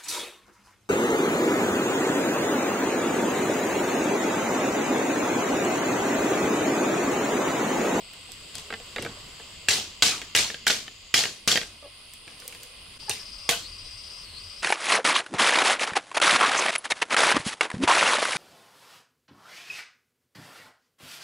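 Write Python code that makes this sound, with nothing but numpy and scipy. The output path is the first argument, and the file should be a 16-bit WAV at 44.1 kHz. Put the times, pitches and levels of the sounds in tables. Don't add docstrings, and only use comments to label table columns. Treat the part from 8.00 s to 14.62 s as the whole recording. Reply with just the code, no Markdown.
import sys
import numpy as np
from scipy import signal
from scipy.fft import rfft, irfft, next_fast_len
from scipy.io import wavfile
from scipy.ndimage import uniform_filter1d, map_coordinates

SR = 44100
rng = np.random.default_rng(int(sys.argv[2]) if len(sys.argv) > 2 else 0)


def linear_from_db(decibels):
    return 10 ** (np.asarray(decibels, float) / 20)


def wav_record(signal):
    frames = np.transpose(np.atleast_2d(signal))
    bounded = np.clip(frames, -1, 1)
    quanta = np.round(bounded * 32767).astype(np.int16)
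    wavfile.write(sys.argv[1], SR, quanta)


N = 291942
TIME = np.arange(N) / SR

# time in seconds, level in dB.
RUSTLE_DB = [(0.0, -56.5), (0.98, -52), (1.42, -55), (2.63, -57.5), (2.95, -59), (3.69, -59), (3.89, -60),
             (4.24, -60.5), (4.44, -57), (6.62, -56)]
# frequency in Hz, level in dB.
RUSTLE_COLOUR = [(25, 1.5), (70, 4), (140, 0.5), (300, -4.5), (600, -2.5), (900, -8), (1050, 1), (1300, -4),
                 (1700, -8.5), (4000, -8.5), (10000, -16), (16000, -23)]
# time in seconds, level in dB.
ENGINE_DB = [(0, -60.5), (1, -54), (1.5, -60.5), (2.4, -54), (2.9, -59), (3.6, -56), (4.5, -63.5),
             (5.7, -48.5), (6.62, -55)]
# frequency in Hz, likeness from 0 to 1.
LIKENESS = [(110, .995), (220, 0.76), (550, 0.3), (1650, 0.57), (4970, 0.21), (15000, 0.011)]
# time in seconds, level in dB.
CHORUS_DB = [(0, -49), (.5, -48.5), (1.5, -48.5), (2.6, -48.5), (3.1, -52), (3.8, -52.5), (4.8, -50),
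             (5.7, -49.5), (6.62, -49.5)]
# frequency in Hz, level in dB.
CHORUS_COLOUR = [(1850, -18), (2050, 0.5), (2300, -9.5), (2700, 1.5), (3200, 1), (3600, -3), (4100, -4.5),
                 (4800, 1.5), (5150, -4.5), (5400, -10.5), (6200, -32)]
# time in seconds, body pitch in Hz, level in dB.
FIRST_CICADA = [(0, 8060, -57.5), (.5, 7900, -55), (1, 7730, -56), (1.6, 7560, -56), (2.3, 7200, -58.5),
                (3, 7170, -59), (3.3, 7150, -56)]
# time in seconds, body pitch in Hz, level in dB.
SECOND_CICADA = [(3.2, 8700, -65), (3.6, 9000, -68), (4.1, 9100, -63.5), (4.5, 9060, -63.5),
                 (4.98, 9000, -63.5)]
# seconds into phrase, body pitch in Hz, level in dB.
PHRASE_ROWS = [(.0, 4780, -47), (.2, 4950, -47), (.4, 4910, -46), (.545, 5000, -46.5), (.585, 4420, -51),
               (.65, 4320, -52), (.7, 4330, -42)]
# time in seconds, body pitch in Hz, level in dB.
FOURTH_CICADA = [(4.98, 8850, -58.5), (6.62, 8600, -58)]
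# start in seconds, peak in dB, ring in Hz, crack in dB.
FLICKS = [(0.1344, -38, 2820, -9), (0.318, -39, 3280, 6), (0.5528, -24.5, 4550, -0.5),
          (0.5618, -41, 4770, -10), (0.5815, -29, 3550, 0.5), (0.5961, -34, 4170, -3),
          (0.6155, -46, 4640, -11), (4.135, -41, 2490, 8), (4.277, -30.5, 2370, -15),
          (4.3994, -36, 4680, -10), (4.4194, -35, 2020, -11), (4.4777, -31, 4000, 6),
          (4.5241, -33, 2410, -8), (4.5474, -32, 3070, -5), (4.6319, -38, 2870, 7.5)]
# start in seconds, pitch in Hz, level in dB.
FIBRE_SNAPS = [
    (.1352, 13500, -46),
    (4.136, 12600, -41),
    (4.4, 12500, -47),
    (4.4785, 12500, -29),
    (4.633, 13000, -41.5),
]
# start in seconds, clatter in dB, hold in seconds, brightness in dB per octave.
HAND_BRUSHES = [
    (0.542, -40.5, 0.05, -2.5),
    (0.991, -37, 0.031, -5.5),
    (4.272, -46.5, 0.036, -4.5),
    (4.388, -56, 0.18, 10),
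    (4.6, -55, .04, 7),
    (4.966, -49, .01, -2),
]
# start in seconds,
# pitch in Hz, level in dB, t60 in seconds.
FENCE_NOTES = [(.29, 750, -43.5, 0.036), (0.651, 417, -48.5, 0.2), (0.729, 440, -40, 0.096),
               (0.961, 490, -36, 0.11), (.986, 568, -30.5, 0.085), (1.008, 400, -32.5, 0.092),
               (1.022, 240, -48, 0.12), (1.048, 338, -34, 0.087), (1.039, 127, -43, 0.23),
               (3.1405, 1480, -17.5, 0.02), (2.03, 2130, -23, 0.045), (2.07, 2230, -26, .04),
               (2.35, 1340, -27, 0.036), (3.476, 1050, -22, 0.024), (5.096, 1036, -35, 0.039),
               (0.725, 1590, -33, .025), (0.982, 2030, -31, 0.028), (1.063, 1523, -28.5, 0.036),
               (3.551, 213, -32, 0.06), (2.0222, 3350, -6, 0.013), (5.492, 3260, -22.5, .03),
               (4.271, 333, -62, 0.085), (1.06, 465, -36, 0.11), (1.17, 590, -44, 0.079),
               (1.685, 1696, -10, 0.022), (1.686, 2750, -11, 0.026), (2.023, 1505, -18.5, 0.05),
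               (2.024, 3400, -21, 0.021), (2.216, 1770, -25, 0.015), (2.351, 2990, -14, 0.027),
               (2.503, 1730, -29, 0.024), (2.543, 1670, -30.5, 0.029), (2.669, 1550, -10.5, 0.031),
               (2.698, 1490, -25, 0.035), (3.144, 2680, -25, 0.033), (3.142, 5070, -9.5, 0.026),
               (3.237, 1820, -24, 0.027), (3.475, 171, -18, 0.021), (3.557, 1590, -20, 0.028),
               (3.574, 1650, -26, 0.023), (3.629, 1600, -30.5, 0.015), (5.096, 120, -34, 0.065),
               (5.095, 8930, -9, 0.0083), (5.098, 440, -40, 0.17), (5.111, 2725, -27, 0.076),
               (5.49, 1084, -16, 0.023), (5.515, 685, -30, 0.14), (5.524, 1495, -28.5, 0.073),
               (1.72, 97, -46, .2), (2.03, 90.5, -51, .2), (2.066, 327, -36, 0.03),
               (2.113, 790, -46, 0.032), (2.36, 110, -46, 0.29), (1.686, 1050, -24, .03),
               (1.687, 620, -38, 0.032), (2.669, 973, -28, 0.023), (2.76, 231, -40, 0.11),
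               (2.704, 517, -30, 0.044), (2.732, 464, -37, .05), (3.477, 95, -36, .2),
               (3.556, 556, -30.5, 0.053)]
# start in seconds, peak in dB, ring in Hz, crack in dB.
CLUB_BUMPS = [(0.703, -22, 1895, -31), (0.7243, -21.5, 1840, -24), (0.7376, -19.5, 2000, -31),
              (0.7988, -34.5, 2840, -14), (0.9609, -18, 2080, -16), (0.982, -20, 1890, -23),
              (1.0233, -25, 2620, 0), (1.033, -42, 2420, 1), (1.0483, -24, 1830, -9),
              (1.0614, -23.5, 1456, -17), (1.0875, -33, 2400, -20), (1.397, -34, 1740, -20)]
# start in seconds, peak in dB, ring in Hz, crack in dB, clatter in dB.
NEAR_BLOWS = [
    (1.6845, -8.5, 2635, -9, -21.5),
    (2.0216, -5, 3474, -16, -20),
    (2.3491, -6.5, 2930, -12, -21),
    (2.6664, -12, 2100, -4.5, -25),
    (3.14, -5.5, 2560, -11, -21),
    (3.4748, -10, 2390, -4, -23),
]
# start in seconds, peak in dB, ring in Hz, crack in dB, clatter in dB.
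FAR_BLOWS = [
    (5.0945, -14, 2930, 0, -34.5),
    (5.4904, -4.5, 2560, -7.5, -25),
]
# start in seconds, peak in dB, ring in Hz, crack in dB.
STAKE_KNOCKS = [(1.7096, -15, 4000, -23), (1.7357, -16, 4330, -21), (1.7801, -20, 4380, -16),
                (2.0358, -16, 3300, -3), (2.0629, -17, 4580, -14), (2.0821, -26, 3440, 7),
                (2.3622, -11, 2420, 1.5), (2.387, -16, 2280, -4), (2.679, -8.5, 3300, -4),
                (2.699, -10.5, 2230, -18), (2.7035, -9, 3150, -18), (2.706, -17, 2080, -18),
                (3.1762, -18, 3360, -14), (3.192, -12.5, 3580, -4), (3.4785, -9.5, 4490, -18),
                (3.4845, -12, 2760, -9), (3.4938, -14, 4200, -21), (3.5152, -9.5, 3640, -11),
                (3.5237, -10.5, 4420, -13), (5.4985, -14.5, 2980, -3), (5.5093, -14, 3940, -3),
                (5.5344, -27, 1470, -5)]
# start in seconds, first mode in Hz, second mode in Hz, level in dB.
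STAKE_PAIRS = [(1.706, 4380, 2580, -12), (1.722, 3876, 2040, -23), (1.729, 3920, 3140, -16),
               (1.798, 3144, 3900, -30), (1.806, 2800, 3510, -31), (2.0335, 8400, 4931, -16),
               (2.0615, 4500, 5800, -30), (2.082, 3381, 2347, -17), (2.096, 3350, 2320, -23),
               (2.106, 5500, 3820, -25), (2.361, 5490, 8000, -13.5), (2.374, 3720, 2239, -13),
               (2.388, 2300, 3550, -17), (2.404, 2450, 5103, -18), (2.4175, 3450, 6600, -21),
               (2.427, 3300, 4400, -24), (2.444, 4300, 3240, -21), (2.4535, 4307, 7149, -30),
               (2.668, 3150, 1500, -11.5), (2.6778, 5250, 3750, -14.5), (2.727, 3500, 4414, -22),
               (2.7452, 2326, 3970, -24), (2.765, 2713, 5620, -34), (3.167, 3300, 3900, -20),
               (3.177, 3280, 4600, -15), (3.1898, 4580, 7000, -14.5), (3.207, 4300, 4900, -18),
               (3.213, 3300, 4700, -24), (3.228, 3252, 3870, -24), (3.2785, 4400, 3440, -32),
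               (3.48, 4500, 5900, -17), (3.484, 2870, 5460, -16), (3.496, 4307, 3200, -23),
               (3.5155, 3359, 5300, -14), (3.524, 4500, 3300, -14), (3.5435, 4120, 3130, -35),
               (3.566, 4700, 1950, -14.5), (5.0955, 6000, 4200, -19), (5.11, 2940, 4450, -25),
               (5.113, 3720, 2770, -20), (5.136, 9130, 4140, -29), (5.521, 1572, 2713, -29),
               (5.532, 2600, 3260, -25)]
# start in seconds, peak in dB, ring in Hz, crack in dB.
CLUB_REBOUNDS = [
    (2.2154, -24, 1915, -13),
    (2.5, -23.5, 1880, -21),
    (2.5425, -24, 1815, -22),
    (2.8787, -29.5, 1780, -20),
    (3.2363, -15.5, 1950, -11),
    (3.2532, -16.5, 1705, -21),
    (3.5555, -11, 1840, -14),
    (3.5727, -8, 1860, -13),
    (3.6131, -21, 1950, -24),
    (3.63, -28, 1580, -23),
]
CLUB_MODE_DB = [-7, -5]
# frequency in Hz, level in dB per Hz.
STAKE_COLOUR = [(53, -38), (90, 7), (205, 2), (429, -12.5), (620, -4), (1070, -15.5), (1240, -11),
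                (4260, 3), (7490, 1), (14400, -19), (16000, -21)]
# frequency in Hz, level in dB, t60 in seconds.
HOLLOW_MODES = [(114, -16, 0.051), (216, -5.5, 0.031), (435, -3.5, 0.069), (672, 4, 0.02), (808, -3, 0.028)]
# frequency in Hz, level in dB.
SWAY_COLOUR = [(90, -23), (130, -1), (230, 3), (450, 6), (800, -12), (1300, -14)]
# start in seconds, length in seconds, pitch in Hz, level in dB.
HEN_CLUCKS = [
    (3.826, 0.037, 573, -43),
    (4.435, 0.029, 517, -54),
    (4.4, 0.17, 523, -61),
    (4.53, .06, 490, -65),
    (4.6, 0.068, 508, -56),
    (4.68, 0.034, 521, -57),
    (5.02, .015, 890, -57.5),
    (5.08, 0.033, 835, -39.5),
]
# start in seconds, length in seconds, pitch in Hz, level in dB.
CHICK_PEEPS = [
    (5.195, 0.022, 5420, -42),
    (5.79, 0.094, 4010, -55),
    (6.325, 0.065, 4100, -50),
    (6.57, 0.065, 3980, -57),
]

SCENE_CHANGE_S = 4.985
SETTLE_S, FAR_SETTLE_S, BRUSH_SETTLE_S = 0.39, 0.35, 0.47
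THIRD_HEARD_S = 4.992
PHRASE_FROM_S, PHRASE_S = 4.965, .717
CHIRP_FROM_S, CHIRP_S, STOP_DB = .032, .0635, 11
ACCENT_DB, ACCENT_S = 4, .018
TOP_HZ, EDGE_HZ, EDGE_DB = 16830, 15780, -26


def unit(x):
    return x / np.sqrt(np.mean(x ** 2) + 1e-20)


def along(points, hz):
    f, v = np.transpose(points)
    return np.interp(np.log(hz + 1), np.log(f + 1), v)


def curves(rows, t=TIME):
    s, *cols = np.transpose(rows)
    return [np.interp(t, s, c) for c in cols]


def wobble(rate_hz):
    return map_coordinates(rng.standard_normal(int(N * rate_hz / SR) + 4), [TIME * rate_hz])


def rush(spectrum, patchy_db, alike=LIKENESS):
    z = signal.stft(rng.standard_normal((2, N + 4096)), nperseg=512)[2]
    field = uniform_filter1d(rng.standard_normal(z.shape[1:]), size=5, axis=0)
    field = uniform_filter1d(field, size=12, axis=1)
    hz = np.linspace(0, SR / 2, z.shape[1])
    turn = np.arccos(np.clip(along(alike, hz), -1, 1))[:, None] / 2
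    z = z * linear_from_db(patchy_db * unit(field) + along(spectrum, hz)[:, None])
    mid, side = z[0] * np.cos(turn), z[1] * np.sin(turn)
    return unit(signal.istft(np.array([mid + side, mid - side]), nperseg=512)[1][:, :N])


def rings(start_s, hz, t60_s, db, pan_db=0., lag_s=0., rise_s=1e-4, size=256):
    out = np.zeros((2, N + size))
    columns = np.broadcast_arrays(start_s, hz, t60_s, db, pan_db, lag_s)
    start_s, hz, t60_s, db, pan_db, lag_s = (v[:, None] for v in columns)
    for channel, side in zip(out, (.5, -.5)):
        at = (start_s + side * lag_s) * SR
        first = np.clip(np.ceil(at).astype(int), 0, N)
        t = ((np.ceil(at) - at + np.arange(size)) / SR).astype(np.float32)
        swing = np.exp(-t * np.float32(np.log(1000) / t60_s)) * (1 - np.exp(-t / np.float32(rise_s)))
        wave = linear_from_db(db + side * pan_db) * swing * np.sin(t * np.float32(2 * np.pi * hz))
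        heard = np.bincount((first - first.min() + np.arange(size)).ravel(), wave.ravel())
        channel[first.min():][:len(heard)] = heard
    return out[:, :N]


def leaves(x, wet_db, t60_s):
    t = np.arange(SR // 4) / SR
    same, apart = rng.standard_normal((2, len(t))) * linear_from_db(-60 * t / t60_s) * (t > .002)
    apart = signal.sosfilt(signal.butter(2, 1500, "high", fs=SR, output="sos"), apart)
    tail = np.array([same + apart, same - apart])
    tail = tail / np.linalg.norm(tail[0])
    return x + linear_from_db(wet_db) * signal.fftconvolve(x * np.ones((2, 1)), tail, axes=1)[:, :N]


def rustle():
    return linear_from_db(4 + curves(RUSTLE_DB)[0] + 1.1 * wobble(4.62)) * rush(RUSTLE_COLOUR, patchy_db=2.0)


def engine():
    low, high = [linear_from_db(4 * wobble(24) - 2) * np.sin(2 * np.pi * hz * TIME + 2 * wobble(16)) for hz in (42, 85)]
    return linear_from_db(curves(ENGINE_DB)[0] - 2.5) * (low + linear_from_db(-0.5) * high)


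def far_chorus():
    level_db = curves(CHORUS_DB)[0] + 1.5 + 0.15 * wobble(4.2) + 0.26 * wobble(30)
    return linear_from_db(level_db) * rush([(1500, -59)] + CHORUS_COLOUR + [(7500, -54)], patchy_db=-0.5)


def whistler():
    return linear_from_db(-61.0 + 2.6 * wobble(4.6)) * np.sin(2 * np.pi * 2480 * TIME + .5 * wobble(21))


def cicada(rows, rate_hz, jitter, spread, t60_s, pan_db, wet_db, chirp_db=0 * TIME, roam=0):
    start = np.arange(rows[0][0], min(rows[-1][0], N / SR), 1 / rate_hz)
    u = rng.standard_normal((len(start), 3))
    start = start + jitter / rate_hz * u[:, 0]
    level_db = np.interp(start, TIME, chirp_db) + 0.5 * u[:, 2] * min(1, 9 * jitter)
    drift = roam * map_coordinates(rng.standard_normal(256), [start * 30])
    scatter = spread * (u[:, 1] + 0.16 * u[:, 1] ** 2 - .35)
    hz = curves(rows, start)[0] * (1 + drift + scatter)
    clicks = rings(start, hz, t60_s, level_db, rise_s=0.00025)[0]
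    share = np.sqrt(len(start) / rate_hz * SR / N)
    song = unit(clicks) * share * linear_from_db(curves(rows)[1])
    return leaves(song, wet_db, .04) * linear_from_db([[pan_db / 2], [-pan_db / 2]])


def outer_cicadas():
    song = cicada(FIRST_CICADA, 420, .45, 0.045, 0.004, 4, -1)
    return song + cicada(FOURTH_CICADA, 400, .45, 0.05, 0.004, 0.73, -1)


def second_cicada():
    upper = [(s, 1.06 * hz, db - 7) for s, hz, db in SECOND_CICADA]
    song = cicada(SECOND_CICADA, 97.3, .012, .02, .0028, .8, 6, roam=.025)
    return song + cicada(upper, 97.3, 0.032, 0.017, 0.0028, 1, 10, roam=0.026)


def phrases():
    rows = [(PHRASE_FROM_S + k * PHRASE_S + s, hz, db) for k in range(3) for s, hz, db in PHRASE_ROWS]
    into = (TIME - PHRASE_FROM_S) % PHRASE_S - CHIRP_FROM_S
    nearest = np.clip(np.round(into / CHIRP_S), 0, 6) * CHIRP_S
    accent = np.exp(-(into % CHIRP_S) / ACCENT_S) * (into < 7 * CHIRP_S) - .3
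    stop = np.exp(-((into - nearest) / np.where(into > nearest, .003, .008)) ** 2)
    return rows, ACCENT_DB * accent - STOP_DB * stop


def third_cicada():
    body, chirp_db = phrases()
    overtone = [(s, 2 * hz, db - 24 + (5000 - hz) / 80) for s, hz, db in body]
    shoulder = [(s, 1.097 * hz, db - 10) for s, hz, db in body]
    song = cicada(body, 345, .15, .014, .009, 8, -8, chirp_db)
    song += cicada(overtone, 300, 0.25, 0.018, 0.0098, 2.7, -1.3, chirp_db)
    song += cicada(shoulder, 345, .2, .03, .005, 7, -5, chirp_db)
    return song * np.clip((TIME - THIRD_HEARD_S) / .01, 0, 1)


def flat(*columns):
    return [c.ravel() for c in np.broadcast_arrays(*columns)]


def knocks(rows, t60_s):
    s, db, hz, thud_db, crack_db, pan_db = np.transpose(rows)[:, :, None]
    s = s + 0.000783
    u = rng.uniform(size=(len(rows), 4, 40)).transpose(1, 0, 2)

    octaves = np.linspace(-1.3, 1.3, num=15) + 0.13 * (u[1, :, :15] - .5)
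    ring_db = db - 8 - 7 * abs(octaves) + 0.2 * octaves - 7 * np.minimum(octaves, 0) ** 2 - 6 * u[3, :, :15]
    ring_s = t60_s * (0.77 + 1.44 * u[2, :, :15]) * 2 ** (-.3 * octaves)
    ring = rings(*flat(s + 0.000648 * u[0, :, :15], hz * 2 ** octaves, ring_s, ring_db, pan_db), size=1024)

    snap = rings(*flat(s + 0.00054, 0.25 * hz, 0.00049, db + 7.5, pan_db), rise_s=3e-5, size=128)

    mode_hz, low_db, low_s = np.transpose(HOLLOW_MODES)
    mode_hz = mode_hz * (0.924 + 0.19 * u[1, :, 15:20])
    low_db = db + thud_db + low_db + 4.5 - 6 * u[2, :, 15:20]
    thud = rings(*flat(s + 0.00437 * u[0, :, 15:20], mode_hz, low_s, low_db), rise_s=0.0026, size=3072)

    crack_db = db + crack_db - 7 * u[1] - 11 * u[0]
    crack_pan_db, lag_s = pan_db + 5 * (u[2] - .5), .00006 * (u[3] - .5)
    crack_hz = 5200 * 2.84 ** u[1]
    crack = rings(*flat(s + .006 * u[0] ** 3, crack_hz, 0.0026, crack_db, crack_pan_db, lag_s), size=128)
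    return ring + snap + thud + crack


def contacts(rows, t60_s, thud_db, grows, left_db, scatter_db):
    s, db, hz, crack_db = np.transpose(rows)[:4]
    thud = thud_db - (1 - grows) * (db + 15)
    pan_db = left_db + scatter_db * rng.standard_normal(len(s))
    return knocks(np.transpose([s, db, hz, thud, crack_db, pan_db]), t60_s)


def clatter(s, db, hold_s, t60_s, tilt_db, count=4000):
    u = rng.uniform(size=(count, 6))
    t = .002 + .3 * u[:, 0] ** 1.2
    clump_db = 1.6 * rng.standard_normal(128)[np.minimum(t / .004, 127).astype(int)]
    hz = 100 * 160 ** (u[:, 1] ** .5)
    lull_db = 5 * np.exp(-((t - .019) / .006) ** 2)
    fade_db = -60 * np.maximum(t - np.clip(hold_s, 0, .2), 0) / t60_s * (hz / 4000) ** 0.12 - 3.5 - lull_db
    size_db = along(STAKE_COLOUR, hz) + (2.5 + tilt_db) * np.log2(hz / 4000) + 8 * (u[:, 2] - .5)
    treble = np.minimum(hz / 5000, 1)
    pan_db = 13 * (u[:, 3] - .5) * treble + 2 * treble
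    level_db = db + fade_db + size_db + clump_db * np.minimum(hz / 2000, 1)
    ring_s = np.minimum(12 / hz + 0.0025, .007)
    return rings(s + t, hz, ring_s, level_db, pan_db, 0.0001 * (u[:, 4] - .5), size=192)


def hand():
    wood = contacts(FLICKS, 0.023, thud_db=-22.0, grows=0.79, left_db=0.0, scatter_db=6.0)
    for s, db, hold_s, tilt_db in HAND_BRUSHES:
        wood += clatter(s, db, hold_s, BRUSH_SETTLE_S, tilt_db, count=1200)
    return wood


def fibre_snaps():
    s, hz, db = np.repeat(FIBRE_SNAPS, 8, axis=0).T
    u = rng.standard_normal((len(s), 3))
    hz = np.minimum(hz * (1 + 0.24 * u[:, 1]), 15500)
    return rings(s + 0.00077 * abs(u[:, 0]), hz, 0.0071, db - 2, 3 * u[:, 2])


def hollow_stakes_and_posts():
    s, hz, db, t60_s = np.transpose(FENCE_NOTES)
    return rings(s, hz, t60_s, db, rise_s=0.00031, size=6144)


def club():
    wood = contacts(CLUB_BUMPS, 0.024, thud_db=-15.0, grows=0.42, left_db=-1.5, scatter_db=0.0)
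    bounces = np.multiply(CLUB_REBOUNDS, [1, 0.86, 1.3, 0.9])
    wood += contacts(bounces, 0.014, thud_db=-19.5, grows=1.0, left_db=0.0, scatter_db=0.5)
    s, db = np.transpose(CLUB_BUMPS + CLUB_REBOUNDS)[:2]
    wood += rings(s + 0.00101, 2200, 0.0004, db - 11.5, rise_s=5e-5, size=128)
    s, db, hz = np.transpose(CLUB_REBOUNDS)[:3]
    for ratio, level_db in zip((1, 1.7), CLUB_MODE_DB):
        wood += rings(s + 0.000927, ratio * hz, 0.023, db + level_db, rise_s=0.00035, size=1536)
    return wood


def smacks():
    hits = NEAR_BLOWS + FAR_BLOWS + CLUB_BUMPS + CLUB_REBOUNDS
    s, db = np.transpose([row[:2] for row in hits])
    return rings(s + 0.001075, 3300, 0.00068, db + 2.5, rise_s=5e-5, size=128)


def blows():
    wood = contacts(NEAR_BLOWS, 0.019, thud_db=-25.0, grows=0.33, left_db=0.0, scatter_db=1.5)
    wood += contacts(FAR_BLOWS, 0.0084, thud_db=-16.0, grows=0.63, left_db=-0.5, scatter_db=0.5)
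    wood += sum(clatter(row[0], row[-1], 0.044, SETTLE_S, -0.25) for row in NEAR_BLOWS)
    wood += sum(clatter(row[0], row[-1], 0.0049, FAR_SETTLE_S, 1) for row in FAR_BLOWS)
    return wood


def crush():
    swell = np.zeros(N)
    for s, db, *_, clatter_db in NEAR_BLOWS + FAR_BLOWS:
        part = slice(round(s * SR), round(s * SR) + 16384)
        t = np.maximum(TIME[part] - s - .0008, 0)
        wash = linear_from_db(clatter_db - 60 * t / SETTLE_S) * (1 - np.exp(-t / 0.016))
        burst = linear_from_db(db - 11 - 60 * t / 0.046) * (1 - np.exp(-t / 0.00069))
        swell[part] += wash + burst
    colour = [(300, -25), (900, -7), (1600, -3), (3000, -1), (7000, -4), (16000, -24)]
    return swell * rush(colour, patchy_db=5.5, alike=[(500, .97), (4000, .6), (12000, 0.7)])


def sway(count=90):
    s, db = np.transpose([(row[0], row[-1]) for row in NEAR_BLOWS + FAR_BLOWS])[:, :, None]
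    u = rng.uniform(size=(len(s), 3, count)).transpose(1, 0, 2)
    t, hz = .3 * u[0], 90 * 14 ** u[1]
    swing_db = -60 * t / 0.99 - 12 * np.exp(-t / 0.036)
    level_db = db - 20.5 + along(SWAY_COLOUR, hz) + swing_db + 10 * (u[2] - .5)
    return rings(*flat(s + t, hz, 12 / hz, level_db), rise_s=0.002, size=2048)


def stake_knocks():
    wood = contacts(STAKE_KNOCKS, 0.019, thud_db=-17.5, grows=0.25, left_db=-1.0, scatter_db=2.0)
    s, mode_hz, other_hz, db = np.transpose(STAKE_PAIRS)
    pan_db = 7.9 * rng.standard_normal(len(s))
    wood += rings(s, mode_hz, 0.017, db, pan_db, rise_s=0.00041, size=1024)
    return wood + rings(s, other_hz, 0.017, db - 3, pan_db, rise_s=0.00051, size=1024)


def no_deep_bass(wood):
    return signal.sosfilt(signal.butter(3, 100, "high", fs=SR, output="sos"), wood)


def birds(calls, overtones_db, droop, rough, doubling):
    out = np.zeros(N + SR)
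    for s, length_s, hz, db in calls:
        u = np.arange(int(length_s * SR)) / (length_s * SR)
        phase = 2 * np.pi * hz * length_s * (u + droop * u * (1 - u))
        voice = sum(linear_from_db(level_db) * np.sin((k + 1) * phase) for k, level_db in enumerate(overtones_db))
        hoarse = 1 + doubling * np.cos(phase / 2)
        out[round(s * SR):][:len(u)] += linear_from_db(db) * np.sin(np.pi * u) ** 0.19 * voice * hoarse
    return leaves(out[:N] * (1 + rough * wobble(160)), -0.78, 0.15)


def scene():
    yard = rustle() + engine() + far_chorus() + whistler()
    cicadas = outer_cicadas() + second_cicada() + third_cicada()
    stakes = no_deep_bass(hand() + hollow_stakes_and_posts() + smacks() + blows() + stake_knocks())
    fence = leaves(stakes, wet_db=-5.5, t60_s=0.26) + fibre_snaps() + crush() + sway()
    near_club = leaves(no_deep_bass(club()), wet_db=-12, t60_s=0.14)
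    hens = birds(HEN_CLUCKS, [0, -11, -22], 0.0447, 0.49, 0.28)
    chick = birds(CHICK_PEEPS, [0, -22], 0.013, 0.36, 0)
    return yard + cicadas + fence + near_club + hens + chick


def top_cut(x):
    return signal.sosfilt(signal.butter(12, 16830, fs=SR, output="sos"), x)


def record(dry):
    dip = linear_from_db(-13 * np.exp(-((TIME - SCENE_CHANGE_S) / 0.006) ** 2))
    size = next_fast_len(N)
    hz = np.fft.rfftfreq(size, 1 / SR)
    band = (hz < TOP_HZ) * linear_from_db(EDGE_DB * (hz > EDGE_HZ))
    mix = irfft(rfft(dry * dip, size) * band, size)[:, :N]
    return top_cut(mix)


dry = scene()
out = record(dry)
wav_record(out)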